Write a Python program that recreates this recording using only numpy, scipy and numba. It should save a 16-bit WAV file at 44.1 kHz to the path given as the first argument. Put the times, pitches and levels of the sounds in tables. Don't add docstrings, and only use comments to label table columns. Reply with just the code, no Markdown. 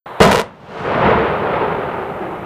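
import sys
import numpy as np
from scipy import signal
from scipy.fft import rfft, irfft, next_fast_len
from scipy.io import wavfile
from scipy.ndimage import uniform_filter1d, minimum_filter1d, map_coordinates
from numba import njit

SR = 44100
rng = np.random.default_rng(int(sys.argv[2]) if len(sys.argv) > 2 else 0)


def to_wav(sig):
    pcm = np.clip(np.atleast_2d(sig), -1, 1) * 32767
    pcm = np.round(pcm).astype(np.int16)
    wavfile.write(sys.argv[1], SR, pcm.T)


N = 108045
T = np.arange(N) / SR
STIR_START_S, BLAST_START_S, BLAST_END_S, BLAST_T60_S = 0.059, 0.2035, 0.4, 0.28
CEILING = 0.98


def amp(db):
    return 10 ** (np.asarray(db) / 20)


def unit(x):
    return x / np.sqrt(np.mean(x ** 2) + 1e-20)


def curve(rows):
    return np.interp(T, *np.transpose(rows))


def decay(start_s, t60_s):
    return amp(-60 * np.maximum(T - start_s, 0) / t60_s)


def wobble(rate):
    return map_coordinates(rng.standard_normal(2048), [T * rate], mode="wrap")


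def filtered(x, response):
    size = next_fast_len(N + SR // 2)
    hz = np.fft.rfftfreq(size, 1 / SR)
    return irfft(rfft(x, size) * response(hz), size)[..., :N]


def soften(x, cutoff_hz):
    return filtered(x, lambda hz: 1 / (1 + 1j * hz / cutoff_hz))


def coloured(x, spectrum):
    points_hz, db = np.transpose(spectrum)
    return unit(filtered(x, lambda hz: amp(np.interp(np.log(hz + 1), np.log(points_hz + 1), db))))


def noise(spectrum):
    return coloured(rng.standard_normal(N), spectrum)


def impacts(rate, spread_db):
    hits = (rng.random(N) < rate / SR) * rng.choice([-1, 1], N)
    return unit(hits * amp(spread_db * rng.standard_normal(N)))


def ground_stir():
    # frequency in Hz, relative level in dB.
    spectrum = [(25, -24), (80, -16), (145, -6), (240, -12.5), (400, -5.5), (550, -1), (1000, -2.5),
                (1600, -10), (3000, -23.5), (4000, -26), (5500, -60.5)]
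    return noise(spectrum) * amp(-30) * (T < BLAST_END_S)


def grit_spray():
    # frequency in Hz, relative level in dB.
    spectrum = [(1500, -16.5), (3000, 1.5), (4500, -6), (6500, -14.5), (9000, -22), (14000, -40.5)]
    crest_s, rise_db_per_s, fall_db_per_s = 0.8, 40, 45.5
    level_db = -36 + np.minimum(rise_db_per_s * (T - crest_s), fall_db_per_s * (crest_s - T))
    grains = coloured(impacts(rate=9000, spread_db=4), spectrum)
    return grains * amp(level_db) * (T > BLAST_START_S)


def noise_band(phase, width_hz):
    return unit(wobble(2 * width_hz) * np.sin(phase) + wobble(2 * width_hz) * np.cos(phase))


def hollow_ring():
    # time in seconds, centre in Hz, level in dB.
    path = [(.7, 470, -44), (0.961, 465, -30), (1.148, 450, -14), (1.37, 430, -40), (1.52, 410, -28),
            (1.65, 400, -23), (1.799, 415, -31), (1.93, 413.7, -29.5), (2.149, 370, -36.5),
            (2.248, 350, -26.5), (2.34, 340, -33), (2.45, 330, -36.5)]
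    times, hz, db = np.transpose(path)
    phase = 2 * np.pi * np.cumsum(np.interp(T, times, hz)) / SR
    ring = noise_band(phase, width_hz=38) + amp(-5.5) * noise_band(2.14 * phase, width_hz=70)
    return ring * amp(np.interp(T, times, db)) * (T > BLAST_START_S)


def rock_thuds():
    # start in seconds, level in dB.
    landings = [(.978, 4), (2.108, -20)]
    out, pitch_hz = np.zeros(N), 642
    for start, db in landings:
        cycles = pitch_hz * np.maximum(T - start, 0)
        knock = np.sin(2 * np.pi * cycles) * (1 - np.exp(-cycles))
        out += amp(db) * knock * decay(start, t60_s=0.03)
    return out


def darken(x):
    db_per_khz_s = 0.9
    hz, t, bins = signal.stft(x, SR, nperseg=512)
    khz = np.minimum(hz, 5000)[:, None] / 1000
    tilt_db = -db_per_khz_s * khz * (t - t.mean())
    return signal.istft(bins * amp(tilt_db), SR, nperseg=512)[1][:N]


def rockfall():
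    # frequency in Hz, relative level in dB.
    rumble_spectrum = [(150, -33), (230, -21.5), (280, -9), (340, -4.5), (420, -1.5), (520, -1),
                       (650, -3.5), (760, -3.5), (920, -3.5), (1110, -8), (1260, -6), (1630, -13),
                       (2050, -15.5), (2350, -18.5), (2800, -21.5), (3950, -33), (5200, -48.5), (7000, -66),
                       (10000, -110)]
    bass_spectrum = [(20, -28), (45, -11.5), (70, -5), (103, -3.5), (140, 0.5), (210, 1), (255, -4.5),
                     (340, -28), (570, -82.5)]
    # time in seconds, level in dB.
    rumble_levels = [(.2, -8), (.45, -19), (.52, -24), (.6, -28), (.68, -25), (.78, -17), (.88, -12.5),
                     (.97, -12), (1.08, -10.5), (1.18, -14.5), (1.3, -17.5), (1.41, -20), (1.52, -17.5),
                     (1.65, -18), (1.8, -21.5), (1.95, -22.5), (2.15, -26.5), (2.28, -25.5), (2.38, -27.5),
                     (2.45, -27.5)]
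    bass_levels = [(.2, -33), (.45, -22), (.6, -29), (.76, -28), (.85, -20), (1, -19.5), (1.22, -22.5),
                   (1.33, -27.5), (1.7, -30), (2.05, -34), (2.45, -33.5)]
    blows = darken(impacts(rate=6000, spread_db=2.5))
    rumble = coloured(blows, rumble_spectrum) * amp(curve(rumble_levels) + 0.48 * wobble(rate=29))
    bass = coloured(impacts(rate=500, spread_db=1.5), bass_spectrum) * amp(curve(bass_levels))
    return (rumble + bass) * (T > BLAST_START_S)


def sizzle():
    # start in seconds, level in dB, seconds to fall 60 dB.
    volleys = [(.216, -16.5, 0.26), (.313, -23.5, 0.78), (0.393, -10, 0.078)]
    # frequency in Hz, relative level in dB.
    spectrum = [(1200, -33), (2800, 2.5), (4000, -7.5), (6000, -9.5), (10000, -13), (12000, -23),
                (15000, -30.5)]
    envelope, attack_s = np.zeros(N), 0.0016
    for start, db, t60 in volleys:
        rise = 1 - np.exp(-np.maximum(T - start, 0) / attack_s)
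        envelope += amp(db) * rise * decay(start, t60)
    return envelope * decay(BLAST_END_S, BLAST_T60_S) * noise(spectrum)


def wide_burst():
    # frequency in Hz, relative level in dB.
    spectrum = [(30, -8), (100, -5), (400, -3), (1000, -8), (2500, -7.5), (4000, -7.5), (7000, -18.5),
                (15000, -38)]
    centre_s, spread_s = 0.24, 0.018
    return noise(spectrum) * amp(-24.5) * np.exp(-0.5 * ((T - centre_s) / spread_s) ** 2)


def roar():
    # frequency in Hz, relative level in dB.
    body_spectrum = [(25, -24), (75, -8.5), (170, -4), (215, 0), (275, -18), (350, -10.5), (455, 2),
                     (530, -3), (680, -1.5), (810, -14.5), (960, -2), (1200, -12.5), (1700, -18.5),
                     (2020, -12), (2300, -28), (3000, -18.5), (4500, -25), (10000, -33.5), (15000, -68.5)]
    thump_spectrum = [(20, -4.5), (40, -12), (70, -0.5), (130, 7.5), (200, 11.5), (270, -24), (600, -42)]
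    attack_s, punch_db, punch_s = 0.0022, 7.5, 0.018
    age = np.maximum(T - BLAST_START_S, 0)
    envelope = (1 - np.exp(-age / attack_s)) * decay(BLAST_END_S, BLAST_T60_S)
    body = soften(noise(body_spectrum), cutoff_hz=3070) * amp(-5.5 + punch_db * np.exp(-age / punch_s))
    thump = noise(thump_spectrum) * amp(-9) * decay(BLAST_START_S, t60_s=0.7)
    return envelope * (body + thump)


def shock_fronts():
    # arrival in seconds, level in dB, length of the push in ms.
    fronts = [(0.2031, -1, 1), (0.206, -9, 0.64), (0.2108, 7, .7), (.2173, -6, 0.26), (0.2246, 6, .4),
              (0.2317, 9, 0.1), (.2415, 6.5, 0.27), (.2524, 10.5, 0.47), (0.2554, -2, 0.17),
              (0.2632, 2, 0.17), (0.2761, 5, 0.41), (.2803, -10, .5), (0.2834, 1.5, 0.52), (0.2999, 1, .6),
              (0.3142, 13, 0.33), (0.3183, 19.5, 0.36), (0.3219, 0, .3), (0.3291, 19, 0.16),
              (0.3362, 10.5, 0.17), (0.345, 3, 0.31), (0.3479, 19.5, 0.2), (0.3578, 15, 0.22),
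              (0.361, 11, 0.2), (0.371, 8.5, 0.12), (0.372, 7.5, 0.42), (0.3795, 13, .4),
              (0.3877, 10.5, .25), (.3958, 18, 0.24), (0.4008, 5.5, 0.24), (0.4087, 7, 0.24),
              (0.4156, 11, 0.22)]
    scatter_t60_s, ground_delay_s = 0.045, 0.00205
    out, t = np.zeros(N), T[:SR // 8]
    for start, db, push_ms in fronts:
        pushes = t / (push_ms / 1000)
        front = (1 - pushes) * np.exp(-pushes)
        tail = rng.standard_normal(len(t)) * amp(-60 * t / scatter_t60_s)
        scatter = signal.fftconvolve(front, tail / np.linalg.norm(tail))[:len(t)]
        out[round(start * SR):][:len(t)] += amp(db) * (front + amp(-10.5) * scatter)
    bounce = soften(np.interp(T - ground_delay_s, T, out), cutoff_hz=1500)
    return soften(soften(out + amp(-5) * bounce, cutoff_hz=9600), cutoff_hz=9600)


def scene():
    blast = shock_fronts() + roar() + sizzle()
    debris = rockfall() + rock_thuds() + grit_spray() + hollow_ring()
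    background = ground_stir() + amp(-58.5) * rng.standard_normal(N)
    mid = (blast + debris + background) * (T > STIR_START_S)
    side = wide_burst()
    return np.array([mid + side, mid - side])


@njit
def slew(wanted, down, up):
    out, gain = np.empty_like(wanted), 0.0
    for i in range(len(wanted)):
        gain += min(max(wanted[i] - gain, -down), up)
        out[i] = gain
    return out


def gain_control(x):
    limit_db, hold_s, duck_db_per_s, recover_db_per_s = -0.5, 0.16, 64, 31
    peak_db = 20 * np.log10(np.abs(x).max(axis=0) + 1e-9)
    wanted_db = np.minimum(limit_db - peak_db, 0)
    half = int(hold_s * SR) // 2
    held_db = minimum_filter1d(wanted_db, 2 * half + 1, origin=half, mode="constant")
    return x * amp(slew(held_db, duck_db_per_s / SR, recover_db_per_s / SR))


def limiter(x, range_db, smooth_s):
    size = int(smooth_s * SR)
    needed = np.clip(CEILING / (np.abs(x).max(axis=0) + 1e-9), amp(-range_db), 1)
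    return x * uniform_filter1d(minimum_filter1d(needed, 2 * size), size)


def record(dry):
    limited = limiter(gain_control(dry), range_db=1.5, smooth_s=0.002)
    return filtered(np.clip(limited, -CEILING, CEILING), lambda hz: hz < 15200)


dry = scene()
out = record(dry)
to_wav(out)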